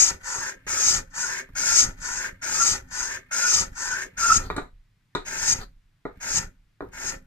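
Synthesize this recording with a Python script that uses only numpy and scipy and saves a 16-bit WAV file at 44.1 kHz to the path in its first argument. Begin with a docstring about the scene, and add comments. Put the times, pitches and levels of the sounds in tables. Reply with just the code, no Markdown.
"""A bright, hissing scrape opens: a small wooden hand plane cuts a hardwood board towards a close microphone.
Long strokes alternate with drags back, then the plane runs off the end, knocks, and is set down three times
for short single strokes. Snapping fibres are noise clicks ringing the blade; the rubbing sole is coloured noise
with wavering tones that sing and squeak. Knocks are decaying modes with a crack; scuffs, the board's body,
the rumbling bench and faint room air are coloured noise underneath."""
import sys
import numpy as np
from scipy import signal
from scipy.fft import rfft, irfft
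from scipy.io import wavfile
from scipy.ndimage import uniform_filter1d, map_coordinates

SR = 44100
rng = np.random.default_rng(int(sys.argv[2]) if len(sys.argv) > 2 else 0)


def bounce(signal):
    """Save signal as a 16-bit WAV file at the path given by the first command-line argument."""
    frames = np.transpose(np.atleast_2d(signal))
    limited = np.clip(frames, -1, 1)
    pcm = np.round(limited * 32767).astype(np.int16)
    wavfile.write(sys.argv[1], SR, pcm)


N = 320166
TIME = np.arange(N) / SR


def undb(db):
    """Decibels to gain."""
    return 10 ** (np.asarray(db) / 20)


def unit(x):
    """Scale to an rms of one."""
    return x / np.sqrt(np.mean(x ** 2))


def ramp(start, length):
    """Rises from 0 to 1 over the given time."""
    return np.clip((TIME - start) / max(length, 1 / SR), 0, 1)


def swell(s, length):
    """A bell-shaped swell around the given moment."""
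    exponent = (1.3 * (TIME - s) / length) ** 2
    return np.exp(-np.minimum(exponent, 50))  # never quite zero, so squeaks() can divide by it


def walk(rate):
    """Random levels held 1 / rate s and slewed twice, with an rms of one."""
    hold = int(SR / rate)
    steps = rng.standard_normal(N // hold + 1)[np.arange(N) // hold]
    return unit(uniform_filter1d(uniform_filter1d(steps, hold), hold))


def colour(x, points, size=8192):
    """Causal minimum-phase filter with the given (Hz, dB) outline, made by folding its cepstrum."""
    hz, db = np.transpose(points)
    grid = np.maximum(np.fft.rfftfreq(size, 1 / SR), 1)
    outline_db = np.interp(np.log(grid), np.log(hz), db)
    cepstrum = irfft(np.log(undb(outline_db)))
    cepstrum[1:size // 2] *= 2
    cepstrum[size // 2 + 1:] = 0
    impulse = irfft(np.exp(rfft(cepstrum)))
    return signal.fftconvolve(x, impulse)[:len(x)]


def band(x, hz, kind, order=2):
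    """Butterworth low-pass or high-pass."""
    return signal.sosfilt(signal.butter(order, min(hz, SR / 2 - 1), kind, fs=SR, output="sos"), x)


def fibres(per_s, spread_db):
    """Wood fibres catching and letting go: dense clicks of uneven size."""
    caught = rng.random(N) < per_s / SR
    size = rng.standard_normal(N) * undb(spread_db * rng.standard_normal(N))
    return unit(caught * size)


def glide(x, ratio):
    """Shift all resonances of a steady sound by a moving ratio, by reading it faster or slower."""
    return map_coordinates(x, [np.cumsum(ratio) % (N - 1)], order=3, mode="nearest")


def ports(x, lead_samples):
    """Two microphone ports: the left one hears the sound a little earlier."""
    right = map_coordinates(x, [np.arange(N) - lead_samples], order=3, mode="nearest")
    return np.array([x, right])


def room(pair, wet_db, t60, near_db, near_t60=0.029):
    """Quick reflections off bench, hands and apron, then the short tail of the workshop."""
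    t = TIME[:SR // 2]
    tails = []
    for gain_db, decay in ((near_db, near_t60), (wet_db, t60)):
        shape = undb(-60 * t / decay) * (t > .001)
        tails.append(undb(gain_db) * rng.standard_normal((2, len(t))) * shape / np.linalg.norm(shape))
    mid, side = sum(tails)
    side = band(side, 220, "high", order=1)  # long waves reach both ports alike
    # the left port's sound feeds the reflections of both ports
    wet = [signal.fftconvolve(pair[0], mid + sign * side)[:N] for sign in (1, -1)]
    return pair + np.array(wet) / np.sqrt(2)


def moving_room(pair, place, wet_db, t60, near_db, count=5):
    """Each spot along the board has its own reflections; the plane passes from one set to the next."""
    spot = np.clip(place, 0, 1) * (count - 1)
    shares = np.sqrt([np.maximum(1 - abs(spot - k), 0) for k in range(count)])
    return pair + sum(room(pair * share, wet_db, t60, near_db) - pair * share for share in shares)


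# Cutting strokes towards the microphone. Each row: start in seconds, time to full depth in seconds,
# easing off in seconds, run-out in seconds, level at the bite in dB, level at full depth in dB,
# drop as the shaving breaks in dB, jolt of the bench in dB, singing of the sole in dB. Levels are relative.
PUSHES = [(-.24, .27, .075, 0.13, -7, -16.5, -11.5, -39.5, -40),
          (.664, 0.23, .068, 0.11, -26.5, -16, 0, -34, -37.5),
          (1.549, 0.24, .057, .16, -25, -15, -10.5, -34, -36),
          (2.413, 0.27, .05, 0.13, -28, -17, -2.5, -39.5, -36.5),
          (3.308, 0.24, .07, 0.12, -25, -17.5, -2.5, -40.5, -34),
          (4.168, 0.2, .008, 0.19, -25, -19.5, -13.5, -29.5, -34),
          (5.247, .282, .004, .18, -35.5, -17.5, -12.5, -33.5, -43),
          (6.2, 0.18, .005, .15, -34.5, -20, -8, -37, -43),
          (6.916, 0.18, .008, 0.15, -44.5, -25.5, -7.5, -38, -41)]
BITE_S, BREAK_S = 0.033, .008  # the edge enters the wood; the shaving breaks off
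DIG_POWER, EASE_DB_PER_S = 1.49, 104.5  # bend of the level while digging; fall as the hand eases off
STOP_POWER = 4.33  # the scrape dies as this power of the falling speed


def push_gain(start, dig, ease, run_out, bite_db, full_db, drop_db):
    """The edge bites, digs deeper, eases off; the shaving breaks and the plane slides to rest."""
    let_go = start + dig + ease
    db = bite_db + (full_db - bite_db) * ramp(start, dig) ** DIG_POWER
    db = db - EASE_DB_PER_S * ease * ramp(start + dig, ease)
    db = db + drop_db * ramp(let_go, BREAK_S)
    speed = 1 - ramp(let_go, run_out)
    return undb(db) * ramp(start, BITE_S) * speed ** STOP_POWER


# The plane dragged back over the board. Each row: start in seconds, length in seconds,
# relative level in dB, relative singing of the sole in dB.
RETURNS = [(0.229, 0.37, -29, -40.5), (1.131, 0.36, -29, -42.5), (1.999, 0.37, -30, -38),
           (2.904, 0.35, -29.5, -40.5), (3.75, 0.38, -29, -34.5)]
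RETURN_ATTACK_S, RETURN_SAG_DB_PER_S, RETURN_STOP_S = 0.075, 28.5, 0.1
CREEP_S, CREEP_DB = 0.033, -31  # the sole shifts a little just before it is drawn back


def return_gain(start, length, db):
    """Dragged back, the edge only skims: it creeps, gathers speed, lightens as it goes and slows to rest."""
    sag_db = RETURN_SAG_DB_PER_S * length * ramp(start + RETURN_ATTACK_S, length)
    creep = undb(CREEP_DB) * ramp(start - CREEP_S, CREEP_S / 2)
    speeding = creep + ramp(start, RETURN_ATTACK_S)
    slowing = 1 - ramp(start + length - RETURN_STOP_S, RETURN_STOP_S)
    return undb(db - sag_db) * speeding * slowing ** STOP_POWER


def scrape_gain(uneven_db=0.84):
    """Strength of the scraping over all strokes, a little uneven with the grain of the wood."""
    pushes = sum(push_gain(*row[:7]) for row in PUSHES)
    returns = sum(return_gain(*row[:3]) for row in RETURNS)
    return (pushes + returns) * undb(uneven_db * walk(40))


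def rub_gain(scrape, full_db=-36):
    """The sole's rub saturates: near full strength once the scrape is well above full_db."""
    return scrape / np.hypot(scrape, undb(full_db))


def travel(turn_s=.06):
    """Place on the board, 0 far to 1 near: each push runs its length, and the plane goes back in between."""
    turns = []
    for start, dig, ease, run_out, *_ in PUSHES:
        turns.append((start - turn_s, 0))  # the hand turns round shortly before the edge bites
        turns.append((start + dig + ease + run_out, 1))
    moments, places = np.transpose(turns)
    return np.interp(TIME, moments, places)


# Colour of the ringing blade. Each row: frequency in Hz, relative level in dB per Hz.
BLADE = [(1500, -38), (2300, -17), (3050, -24), (4200, -18.5), (5100, -8), (5900, -6.5), (6550, 1),
         (7000, -5), (7500, -7), (8300, -14.5), (9100, -19.5), (10100, -32), (13000, -31.5), (15200, -48.5)]


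def blade(place, pushing, scrape):
    """Fibres snap at the edge and ring the blade, whose ring wanders; nearing pushes tear more broadly."""
    steady = unit(colour(fibres(per_s=9000 + 6000 * place, spread_db=0.5), BLADE))
    ring = glide(steady, 1 + 0.03 * (.5 - place) + .008 * walk(15))
    tear = band(fibres(per_s=1900, spread_db=5.0), 3200, "high")
    tear = unit(band(tear, 5500, "low", order=3))
    torn = tear * pushing * undb(-35.5 + 30 * place)
    hiss = (ring + torn) * scrape * undb(.5 * walk(120))
    pair = undb(-3.0) * ports(hiss, 1.79 + 5.3 * place)
    return moving_room(pair, place, wet_db=-17.5, t60=0.2, near_db=-1.55, count=9)


# Colours of the sole on the push and on the return. Each row: frequency in Hz, relative level in dB per Hz.
SOLE_PUSH = [(60, -36), (170, -9.5), (260, -11), (340, -8), (750, -3.5), (920, 1.5), (1080, -9),
             (1370, 5.5), (1750, 3), (2200, 3), (3000, -10), (6000, -20)]
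SOLE_RETURN = [(60, -14), (170, -17), (400, -9), (750, -7), (1000, 3.5), (1200, 1), (1530, 9.5), (1900, 6),
               (2300, 0), (3000, -8), (6000, -22.5)]


def sole(place, pushing, sliding):
    """The sole grinds over the board; its resonances wander, higher on the light return and at the far end."""
    push = unit(colour(fibres(per_s=3200, spread_db=2.5), SOLE_PUSH)) * undb(-37.5 + 0.37 * place)
    back = unit(colour(fibres(per_s=4700, spread_db=2.5), SOLE_RETURN)) * undb(-33.5 - 4.6 * place)
    steady = pushing * push + (1 - pushing) * back
    rub = glide(steady, 1 + .16 * (.5 - place) + .025 * walk(16)) * sliding * undb(walk(49))
    pair = undb(-2.5) * ports(rub, 6.2 + 1.5 * place)
    return moving_room(pair, place, wet_db=-5, t60=0.097, near_db=1.5, count=3)


def singing(place, pushing, sliding, push_hz=1365, return_hz=1490):
    """Friction keeps one resonance of the sole singing unsteadily, most near mid-board."""
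    hz = pushing * push_hz + (1 - pushing) * return_hz
    hz = hz * (1 + .14 * (.5 - place) + .022 * walk(11))
    phase = 2 * np.pi * np.cumsum(hz) / SR
    tone = walk(260) * np.sin(phase) + walk(260) * np.cos(phase)
    strokes = sorted((row[0], row[-1]) for row in [*PUSHES, *RETURNS])
    starts, stroke_db = np.transpose(strokes)
    level_db = stroke_db[np.searchsorted(starts, TIME) - 1] - 35 * (place - .45) ** 2
    pair = ports(tone * sliding * undb(level_db), 4)
    return room(pair, wet_db=-15.5, t60=.2, near_db=-17.5)


# Stick-slip squeaks of the sole. Each row: moment in seconds, centre pitch in Hz, relative peak level in dB,
# length scale of the swell in seconds.
SQUEAKS = [(1.243, 1445, -25.5, 0.017), (1.71, 1373, -22.5, .018), (2.617, 1362, -17.5, 0.02),
           (3.347, 1363, -28.5, 0.03), (3.449, 1411, -22, 0.047), (3.929, 1544, -26.5, .05),
           (4.251, 1373, -16.5, 0.053), (4.305, 1355, -10, 0.011), (4.322, 1332, -3, .008)]


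def squeaks(stutter_db=2):
    """Stick-slip locks on to the sole's resonance, nearly a pure tone that stutters as it catches and slips."""
    swells = np.array([undb(db) * swell(s, length) for s, _, db, length in SQUEAKS]) ** 2
    power = swells.sum(axis=0)
    pitch = np.array(SQUEAKS)[:, 1] @ swells / power  # the strongest squeak sets the pitch
    hz = pitch * (1 + .012 * walk(250) + 0.012 * walk(50))
    phase = 2 * np.pi * np.cumsum(hz) / SR
    wave = np.sin(phase) + undb(-27.5) * np.sin(2 * phase)
    stutter = undb(stutter_db * np.minimum(walk(130), 1))
    tone = np.sqrt(power) * stutter * wave
    return room(undb(-1.0) * ports(tone, 0.85), wet_db=-7.5, t60=0.23, near_db=-26.0)


# The plane knocks on the board. Each row: moment in seconds, relative level in dB,
# sharpness of the contact in Hz, relative jolt of the bench in dB.
KNOCKS = [(0.359, -33.5, 2500, -63), (0.667, -34.5, 2500, -49), (1.49, -48.5, 1500, -44),
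          (2.045, -41.5, 4000, -56), (4.501, -18, 2800, -36), (4.564, -23.5, 10840, -44),
          (4.58, -16.5, 2380, -65), (5.15, -14.5, 4500, -42), (6.053, -18, 1260, -50.5),
          (6.806, -21, 1050, -53), (6.823, -20.5, 650, -48)]
# Ring of the knocked board and plane, damped by the hands. Each row: centre frequency in Hz,
# relative level in dB, time to fall 60 dB in seconds.
MODES = [(282, -1.5, 0.074), (376.3, -3.5, 0.24), (429.3, -0.5, 0.13), (526.2, -4.5, .17),
         (762.7, -12.5, 0.073), (900, -3.5, 0.077), (1185, 4, 0.05), (1255, 3.5, 0.08), (1428, 4.5, 0.042),
         (1943, -10.5, .1), (2310, -22, .08), (3650, 0, 0.042)]
# Colour of the crack at contact. Each row: frequency in Hz, relative level in dB per Hz.
CRACK = [(60, -5), (200, -0.5), (450, 5.5), (700, 0.5), (900, 1), (1300, 2.5), (2200, -4.5), (3000, -20),
         (3900, 0.5), (5000, -19), (7500, -9), (15000, -31)]


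def knocks():
    """Wood meets wood: a short crack and modes that shift from blow to blow; a softer contact is duller."""
    t = TIME[:SR // 2]
    out = np.zeros(N + len(t))
    for s, db, contact_hz, _ in KNOCKS:
        ring = np.zeros(len(t))
        for hz, mode_db, t60 in MODES:
            shifted_hz = hz * rng.normal(1, .012)
            mode = undb(mode_db - 60 * t / t60) * np.sin(2 * np.pi * shifted_hz * t)
            ring += mode * rng.choice([-1, 1])
        decay = undb(-60 * t / 0.02) + undb(-10 - 60 * t / 0.19)
        crack = unit(colour(rng.standard_normal(len(t)), CRACK)) * decay
        blow = band(undb(-16) * ring + undb(-6.0) * crack, contact_hz, "low")
        start = int(s * SR)
        out[start:start + len(t)] += undb(db) * blow
    return room(ports(out[:N], 4.0), wet_db=-3.5, t60=0.18, near_db=-7.5)


# The heel scuffs the board as the plane lifts. Each row: moment in seconds, relative level in dB,
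# length scale of the swell in seconds.
SCUFFS = [(4.456, -45.5, 0.04), (5.621, -42, 0.027)]
# Colour of the scuff. Each row: frequency in Hz, relative level in dB per Hz.
SCUFF = [(200, 3), (900, -4.5), (1500, -1), (2800, -21.5), (4500, -3), (5500, -21), (12000, -26)]


def scuffs():
    """The heel brushes the wood in passing: coloured clicks in short swells."""
    swells = sum(undb(db) * swell(s, length) for s, db, length in SCUFFS)
    brush = unit(colour(fibres(per_s=9000, spread_db=3), SCUFF)) * swells
    return room(ports(brush, 2.6), wet_db=-6, t60=0.17, near_db=0.5)


# Colour of the board's body. Each row: frequency in Hz, relative level in dB per Hz.
BOARD = [(80, -17), (180, -7), (260, -8), (310, -9), (380, 4.5), (450, -7), (530, 6), (700, -24),
         (1200, -37)]


def board(place, pushing, sliding, lag_s=.035, push_db=-50, return_db=-48, overhang_db=11):
    """The board's body grumbles after the sliding sole; on the way back it grows towards the loose far end."""
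    driven = np.interp(TIME - lag_s, TIME, sliding)
    level_db = pushing * push_db + (1 - pushing) * (return_db - overhang_db * place)
    steady = unit(colour(fibres(per_s=1500, spread_db=0.5), BOARD))
    body = steady * driven * undb(level_db + 1.5 * walk(30))
    return room(ports(body, 4.6), wet_db=-4, t60=.22, near_db=2.5)


# Colour of the bench's rumble. Each row: frequency in Hz, relative level in dB per Hz.
RUMBLE = [(12, -10), (25, 3.5), (42, -4), (65, -5.5), (100, -3.5), (135, -9.5), (185, -4.5), (225, -24),
          (260, -4.5), (320, -30), (700, -50)]
JOLT_RISE_DB_PER_S, JOLT_T60_S, ROCK_T60_S = 179.5, 0.38, .9


def bench(place, grip):
    """The bench rumbles under the hands, strains up to each let-go, jolts there and at knocks, and rocks on."""
    let_goes = [(start + dig + ease, db) for start, dig, ease, _, _, _, _, db, _ in PUSHES]
    jolts, rocking = np.zeros(N), np.zeros(N)
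    for s, db in let_goes:
        jolts += undb(db + JOLT_RISE_DB_PER_S * np.minimum(TIME - s, 0)) * (TIME < s)
    for s, db in let_goes + [(s, db) for s, _, _, db in KNOCKS]:
        age = np.maximum(TIME - s, 0)
        start = undb(db) * (TIME >= s)
        jolts += start * undb(-60 * age / JOLT_T60_S)
        rocking += start * undb(-5 - 60 * age / ROCK_T60_S)
    shake = unit(colour(fibres(per_s=900, spread_db=5.5), RUMBLE))
    held = grip * undb(-50 + 0.77 * place + 2.5 * walk(20))
    dry = shake * (jolts + held) + band(shake, 46, "low") * rocking
    return room(ports(dry, 3.2), wet_db=-12.0, t60=.2, near_db=-16.0)


# Colour of the room air. Each row: frequency in Hz, relative level in dB per Hz.
WORKSHOP = [(59, -37), (100, 5), (443, -26.5), (558, -28.5), (1960, -23), (15000, -44)]


def workshop():
    """Faint steady air of the room: noise shared by both ports, with separate noise in each above the bass."""
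    outline = [(23, -23)] + list(WORKSHOP)
    shared, left, right = (unit(colour(rng.standard_normal(N), outline)) for _ in range(3))
    return undb(-69) * (shared + band(np.array([left, right]), 400, "high", order=1))


def scene(grip_s=0.29, shift_db=-20.5):
    """All that the plane sets ringing, over the quiet room."""
    place, scrape = travel(), scrape_gain()
    sliding = rub_gain(scrape)
    # the hands stay on the board between strokes, and the sole shifts faintly under them
    grip = uniform_filter1d(rub_gain(scrape, full_db=-35.5), int(grip_s * SR))
    pushing = uniform_filter1d((np.gradient(place) >= 0) * 1., SR // 25)  # 1 towards the microphone, 0 back
    plane = blade(place, pushing, scrape)
    plane = plane + sole(place, pushing, sliding + undb(shift_db) * grip)
    plane = plane + singing(place, pushing, sliding) + squeaks()
    touches = knocks() + scuffs()
    return plane + touches + board(place, pushing, sliding) + bench(place, grip) + workshop()


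# Colour difference between the two ports. Each row: frequency in Hz, left minus right in dB.
PORT_SHADE = [(550, -1), (860, 0), (1150, -2), (1600, 5), (2100, -4.5), (2700, 1.5), (5000, 6.5),
              (6000, 2.5), (7400, 6), (10000, -2.5), (15000, -0.5)]


def record(dry, top_hz=15200):
    """Each port has its own colour; a steep low-pass cuts the top."""
    shaded = [colour(x, [(hz, sign * db / 2) for hz, db in PORT_SHADE]) for x, sign in zip(dry, (1, -1))]
    return signal.sosfilt(signal.ellip(10, .2, 80, top_hz, fs=SR, output="sos"), shaded)


dry = scene()
out = record(dry)
bounce(out)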